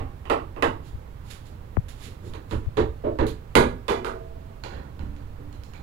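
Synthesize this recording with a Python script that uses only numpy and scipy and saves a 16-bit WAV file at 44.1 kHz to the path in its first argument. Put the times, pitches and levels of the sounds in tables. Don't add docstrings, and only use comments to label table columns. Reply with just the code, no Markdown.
import sys
import numpy as np
from scipy import signal
from scipy.fft import rfft, irfft, next_fast_len
from scipy.io import wavfile
from scipy.ndimage import uniform_filter1d

SR = 44100
rng = np.random.default_rng(int(sys.argv[2]) if len(sys.argv) > 2 else 0)


def generate_wav(sig):
    pcm = np.round(np.clip(np.atleast_2d(sig).T, -1, 1) * 32767).astype(np.int16)
    wavfile.write(sys.argv[1], SR, pcm)


N = 257041
SIZE = 32768
HZ = np.fft.rfftfreq(SIZE, 1 / SR)
TIME = np.arange(N) / SR


def amp(db):
    return 10 ** (np.asarray(db) / 20)


def unit(x):
    return x / np.sqrt(np.mean(x ** 2) + 1e-20)


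def along(points, hz):
    f, v = np.transpose(points)
    return np.interp(np.log(hz + 1), np.log(f), v)


def filtered(x, response):
    m = next_fast_len(N + SIZE)
    spectrum = rfft(x, m) * response(np.fft.rfftfreq(m, 1 / SR))
    return irfft(spectrum, m)[..., :N]


def noise(spectrum):
    white = rng.standard_normal(N)
    return unit(filtered(white, lambda hz: amp(along(spectrum, hz))))


def causal(gain):
    cepstrum = irfft(np.log(np.maximum(gain, 1e-6)))
    cepstrum[1:SIZE // 2] *= 2
    cepstrum[SIZE // 2 + 1:] = 0
    return np.exp(rfft(cepstrum))


def add(track, s, sound):
    start = round(s * SR)
    heard = sound[max(-start, 0):N - start]
    track[max(start, 0):][:len(heard)] += heard


# (frequency [Hz], relative level [dB per Hz])
AIR_SPECTRUM = [(20, -0.5), (35, -1.5), (65, 0.5), (110, -2.5), (200, -16), (400, -22), (900, -23),
                (1800, -32.5), (4000, -43), (5500, -48), (7000, -48.5), (9000, -51), (15000, -48)]


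def workshop(air_db=-37, whine_hz=13480, whine_db=-78):
    whine = np.sin(2 * np.pi * whine_hz * TIME)
    return amp(air_db) * noise(AIR_SPECTRUM) + amp(whine_db) * whine


# (time [s], click level [dB], thump delay [s], thump frequency at its middle [Hz], thump level [dB])
MIC_BUMPS = [(0.932, -75, .017, 72, -23.5), (1.7686, -15, 0.017, 85, -8.5),
             (2.6599, -40, 0.0183, 77, -14.5)]


def bumps(drop_hz=2600, end_hz=170, glide_s=0.00157, click_s=0.004, thump_cycles=0.58, stiffen=0.55):
    track, t = np.zeros(N), TIME[:SR // 20]
    for s, click_db, delay, thump_hz, thump_db in MIC_BUMPS:
        turns = np.cumsum(end_hz + drop_hz * np.exp(-t / glide_s)) / SR
        click_envelope = t / click_s * np.exp(1 - t / click_s)
        click = click_envelope * np.sin(2 * np.pi * turns)
        cycles = (t - delay) * thump_hz
        push = np.cos(2 * np.pi * np.expm1(stiffen * cycles) / stiffen)
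        thump = push * np.exp(-(cycles / thump_cycles) ** 2 / 2)
        add(track, s, amp(click_db) * click + amp(thump_db) * thump)
    return track


def stroke(s, swell, t60):
    t = TIME - s
    rise = np.exp(-(np.minimum(t, 0) / swell) ** 2 / 2)
    return rise * amp(-60 * np.maximum(t, 0) / t60)


# (time of the peak [s], swell [s], level [dB])
FOOTFALLS = [(2.068, 0.0074, -39), (2.28, 0.035, -38.5), (4.8, 0.021, -45), (5.42, 0.027, -43.5)]


def footfalls():
    sole = noise([(40, -8), (110, 3.5), (200, -5.5), (350, -3.5), (520, -6.5), (800, -39), (3000, -40), (8000, -70)])
    return sole * sum(amp(db) * stroke(s, swell, t60=0.27) for s, swell, db in FOOTFALLS)


# (time of the peak [s], swell [s], level of the rub [dB])
RUBS = [(.88, 0.027, -53.5), (1.30, 0.032, -52), (1.3085, 0.0039, -41.5), (1.468, 0.0099, -55),
        (1.885, .0011, -43.5), (2.059, 0.035, -43), (2.285, 0.031, -53), (2.528, 0.02, -47.5)]


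def scuffs(grain_db=0.5, hiss_db=-5):
    slips = unit(amp(grain_db * unit(uniform_filter1d(rng.standard_normal(N), size=60))))
    rub = noise([(200, -8), (700, -6), (1600, 1.5), (2500, 0.0), (3600, 2), (5200, -4.0), (9000, -22)])
    hiss = noise([(2000, -34), (5500, -13.0), (7000, 2), (8200, -6.5), (11000, -2.5), (15000, -20.0)])
    rub_envelope = sum(amp(db) * stroke(s, swell, t60=0.35) for s, swell, db in RUBS)
    hiss_envelope = sum(amp(db + hiss_db) * stroke(s, swell, t60=0.31) for s, swell, db in RUBS)
    return slips * (rub_envelope * rub + hiss_envelope * hiss)


# (frequency [Hz], t60 [s])
ROOM_DECAY = [(100, 0.6), (300, 0.33), (1000, 0.34), (3000, 0.28), (7000, 0.28), (14000, 0.23)]


def clatter(rise, crack_db, sustain, swell_cycles=2.86, crack_s=0.0013):
    hz, t, z = signal.stft(rng.standard_normal(SIZE), SR, nperseg=256)
    build_s = rise + swell_cycles / np.maximum(hz, 150)[:, None]
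    build = 1 - np.exp(-(t + 128 / SR) / build_s)
    decay = amp(-60 * t / (sustain * along(ROOM_DECAY, hz)[:, None]))
    tail = signal.istft(z * build * decay, SR, nperseg=256)[1][:SIZE]
    crack = rng.standard_normal(SIZE) * np.exp(-TIME[:SIZE] / crack_s)
    crack = signal.lfilter([1, -1], [1, -.7], crack)
    return tail / np.linalg.norm(tail) + amp(crack_db) * crack / np.linalg.norm(crack)


PIVOT_HZ = 1000
CRACK_LOSS_DB_PER_S = 1000
# (frequency [Hz], share)
THUD_REACH = [(100, 1), (380, 0.018)]


def struck(blows, colour, modes, crack_db, sustain, ring_share=0.085, ripple_db=2.5):
    track = np.zeros(N)
    octaves = np.log2(np.clip(HZ, colour[0][0], colour[-1][0]) / PIVOT_HZ)
    for s, rise, level_db, thud_db, brightness, ring_hz, ring_db in blows:
        colour_db = along(colour, HZ) + level_db + brightness * octaves + thud_db * along(THUD_REACH, HZ)
        peaks = [*modes, (ring_hz, ring_share * ring_hz, ring_db)]
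        for hz, width, lift in peaks:
            colour_db = colour_db + lift * np.exp(-((HZ - hz) / width) ** 2 / 2)
        ripple = uniform_filter1d(uniform_filter1d(rng.standard_normal(len(HZ)), size=70), size=50)
        colour_db = colour_db + ripple_db * unit(ripple) * HZ / (HZ + 1000)
        z = rfft(clatter(rise, crack_db - CRACK_LOSS_DB_PER_S * rise, sustain))
        spread = np.sqrt(abs(uniform_filter1d(abs(z) ** 2, size=61)))
        add(track, s, irfft(z * causal(amp(colour_db) / spread)))
    return track


def tones(modes, attack):
    t = TIME[:SR]
    ring = sum(amp(db - 60 * t / t60) * np.sin(2 * np.pi * (hz * t + rng.random())) for hz, db, t60 in modes)
    return ring * (1 - np.exp(-t / attack))


def ringing(blows, modes, gain_db, attack, longest_t60=0.36):
    track = np.zeros(N)
    capped = [(hz, db, min(t60, longest_t60)) for hz, db, t60 in modes]
    for s, rise, level_db, *_ in blows:
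        add(track, s, amp(level_db + gain_db) * tones(capped, attack))
    return track


# (time [s], rise [s], level in the part [dB],
# thud [dB], brightness [dB per octave], ring frequency [Hz], ring lift [dB])
FAR_BLOWS = [(2.3367, 0.01, -18, 12, 4, 1010, 1.4), (2.511, 0.01, -9.5, 13, 1.6, 208, 6.6),
             (2.7707, 0.015, 0.5, 0.5, 0.64, 378, 5.6), (3.038, 0.037, -9.5, -15, -4.5, 630, 13),
             (3.188, 0.014, -0.7, -1, -0.8, 1830, 4.8), (3.2671, 0.013, -22.5, 10, 9.5, 4450, 2.6)]
# (frequency [Hz], level [dB])
FAR_COLOUR = [(100, 36), (380, 5.8), (1100, 21), (3000, 6), (6000, -14), (13000, -28)]
# (frequency [Hz], width [Hz], lift [dB])
FAR_MODES = [(240, 22, 12.8), (318.5, 30.4, 16.3), (367.7, 56.6, 16.6), (435, 18.6, 15.8),
             (532, 68.5, 16.5), (750, 170, 6.5), (950, 37, 6), (4020, 540, 7), (6770, 490, 6.5),
             (10342, 1800, 5.1)]


def far_latch():
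    return struck(FAR_BLOWS, FAR_COLOUR, FAR_MODES, crack_db=7, sustain=0.76)


NEAR_BLOWS = [(-.01, 0.0011, -18, 18, -0.9, 770, 5), (.2544, .003, -23.5, 4, 0.5, 2930, 7),
              (.2988, 0.0042, -1, -2.5, -0.4, 1360, 6), (.5627, 0.0029, -18, -6, -3, 1385, 0),
              (.6241, 0.0017, 0.5, 4, 0.46, 1640, 5.5)]
# (frequency [Hz], level [dB])
NEAR_COLOUR = [(100, 24.5), (200, 16.5), (380, 10), (1100, 29.5), (3000, -11), (6000, -6), (13000, -20.5)]
# (frequency [Hz], width [Hz], lift [dB])
NEAR_MODES = [(259, 11, 7.5), (338, 63, 18.5), (459, 19, 9), (600, 153, 10.5), (893, 15, 3.5),
              (1670, 24, 5), (1957, 133, 12.5), (2654, 383, 17.5), (3510, 615, 18), (4760, 320, 7.5),
              (10209, 2500, 8.5)]
# (frequency [Hz], relative level [dB], t60, cut to at most longest_t60 [s])
NEAR_TONES = [(251, -7, 0.73), (314, -22, 5.0), (447, -2, 0.53), (552, -2, 0.57), (830, 5, 0.22),
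              (1030, -7, 0.26), (1060, 6, 0.24), (1400, -13, 0.26), (1770, 1, 0.12), (2625, 4, 0.093)]


def near_latch():
    knocks = struck(NEAR_BLOWS, NEAR_COLOUR, NEAR_MODES, crack_db=-1.0, sustain=0.89)
    return knocks + ringing(NEAR_BLOWS, NEAR_TONES, gain_db=-23, attack=0.0098)


CATCH_BLOWS = [(4.6375, 0.0043, 0.4, -17, 0.7, 4470, 6.8), (4.69, 0.18, -4, -2, -1.9, 1750, 10),
               (4.993, 0.0056, -9.5, 17, -0.95, 213, 8.3), (5.1643, 0.003, -22, 29, 2.5, 295, 16),
               (5.5274, 0.0041, -25, 15, 5.5, 286, 11), (5.6357, 0.0023, -25, 15, 7, 5092, 6),
               (5.736, 0.0044, -12.5, 19.5, 2, 2270, 9)]
# (frequency [Hz], level [dB])
CATCH_BROAD = [(100, 18), (380, 5), (1100, 2.5), (3000, 1), (6000, -13.5), (13000, -29.5)]
# (frequency [Hz], width [Hz], lift [dB])
CATCH_PEAKS = [(324, 86, 6.8), (537, 33, 9.4), (889, 184, 10.4), (1450, 73, 8.7), (4113, 81, 9.5),
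               (6900, 250, 8)]


def catch():
    return struck(CATCH_BLOWS, CATCH_BROAD, CATCH_PEAKS, crack_db=2.5, sustain=1.36)


# (frequency [Hz], relative level [dB], t60 [s])
PANEL_MODES = [(297, -7, 1.65), (369, 12, 0.7), (449, 10, 0.8), (652, 5, 1.5), (700, -0.5, 0.93),
               (1060, -5, 1.1)]
# (time [s], level [dB])
HOOD_FLEXES = [(5.01, -38.5), (5.39, -40)]


def panel(ring_db=-43, split=0.03, attack=0.033, hook_hz=3550, hook_db=-30, hook_t60=0.26, flex_hz=290, flex_t60=0.94):
    track = np.zeros(N)
    twins = [(hz * (1 + split), db - 3.5, t60) for hz, db, t60 in PANEL_MODES]
    for s, *_ in HOOD_BLOWS[1:]:
        add(track, s, amp(ring_db) * (tones(PANEL_MODES, attack) + tones(twins, attack)))
    for s, db in HOOD_FLEXES:
        add(track, s, tones([(flex_hz, db, flex_t60)], attack))
    first_bounce_s = HOOD_BLOWS[1][0]
    add(track, first_bounce_s, tones([(hook_hz, hook_db, hook_t60)], attack=0.0015))
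    return track


HOOD_BLOWS = [(3.5536, 0.0051, -2.2, 4.5, 1, 2140, 2.6), (3.882, 0.013, -11.5, -20.5, -0.075, 195, 7.3),
              (4.0462, 0.011, -21.5, -16, 0.75, 1360, 8.8)]
# (frequency [Hz], level [dB])
HOOD_BROAD = [(100, 37.5), (200, 36), (380, 39), (1100, 22.5), (3000, 25), (6000, 2.5), (13000, -8.5)]
# (frequency [Hz], width [Hz], lift [dB])
HOOD_PEAKS = [(244, 12, 8.8), (461, 103, 6.6), (543, 5.9, 1.7), (654, 13, 2.9), (936, 160, 14.5),
              (1204, 53, 8.7), (1430, 145, 8.8), (2060, 130, 4.8), (2390, 13, 5.7), (4649, 710, 6.8),
              (6770, 740, 9.8), (7700, 180, 4.1), (8950, 470, 8.4), (11540, 2100, 10.5)]
# (frequency [Hz], relative level [dB], t60, cut to at most longest_t60 [s])
HOOD_CLEAR_TONES = [(149, -3, 0.37), (250.8, -20, 0.81), (630, -20, 0.32), (953, -1.5, 0.4),
                    (1033, 8.5, 0.27), (1090, -20, 0.49), (1510, -9, 0.38), (1474, -2, 0.38),
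                    (1605, -17, 0.45), (1667, 0.5, 0.39), (2000, -13, 0.14), (2353, -13, 0.24),
                    (2422, -8, 0.27), (2730, -19, 0.23), (3400, -15, 0.37), (3810, -19, 0.29)]


def hood():
    blows = struck(HOOD_BLOWS, HOOD_BROAD, HOOD_PEAKS, crack_db=5.5, sustain=0.97, ring_share=0.2)
    return blows + ringing(HOOD_BLOWS, HOOD_CLEAR_TONES, gain_db=-19.5, attack=0.011) + panel()


LAG = .00026
# (frequency [Hz], gain [dB])
LEFT_GAIN = [(50, -7), (300, -5), (500, -1), (700, -5.5), (1000, -13.5), (1400, -17), (2000, -20.5),
             (4500, -26), (7000, -27), (14000, -24)]
# (frequency [Hz], share)
SHARED = [(300, 0.89), (500, 0.98), (1000, 0.75), (1400, 0.046), (2500, 0.067)]
# (frequency [Hz], relative level [dB per Hz])
HISS_SPECTRUM = [(300, -1), (1500, 1.5), (4500, -1.5), (5500, -9.5), (11000, -11.5), (15000, -17)]


def muffled(sound, scatter_s=0.019, hiss_db=-66):
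    paths = rfft(rng.standard_normal(SIZE) * np.exp(-TIME[:SIZE] / scatter_s))
    share = np.clip(along(SHARED, HZ), 0, 1)
    mix = share + np.sqrt(1 - share ** 2) * paths / np.sqrt(np.mean(abs(paths) ** 2))
    spread = np.sqrt(abs(uniform_filter1d(abs(mix) ** 2, size=121)))
    delay = np.exp(-2j * np.pi * HZ * LAG)
    response = mix * causal(amp(along(LEFT_GAIN, HZ)) / spread) * delay
    heard = signal.fftconvolve(sound, np.fft.fftshift(irfft(response)))[SIZE // 2:][:N]
    return heard + amp(hiss_db) * noise(HISS_SPECTRUM)


def scene():
    movements = footfalls() + scuffs()
    steel = far_latch() + near_latch() + catch() + hood()
    sound = workshop() + movements + steel
    return np.array([muffled(sound) + bumps(), sound])


TOP_HZ = 15850


def record(dry):
    rounded = dry / (1 + abs(dry) ** 8) ** (1 / 8)
    return filtered(rounded, lambda hz: hz < TOP_HZ)


dry = scene()
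out = record(dry)
generate_wav(out)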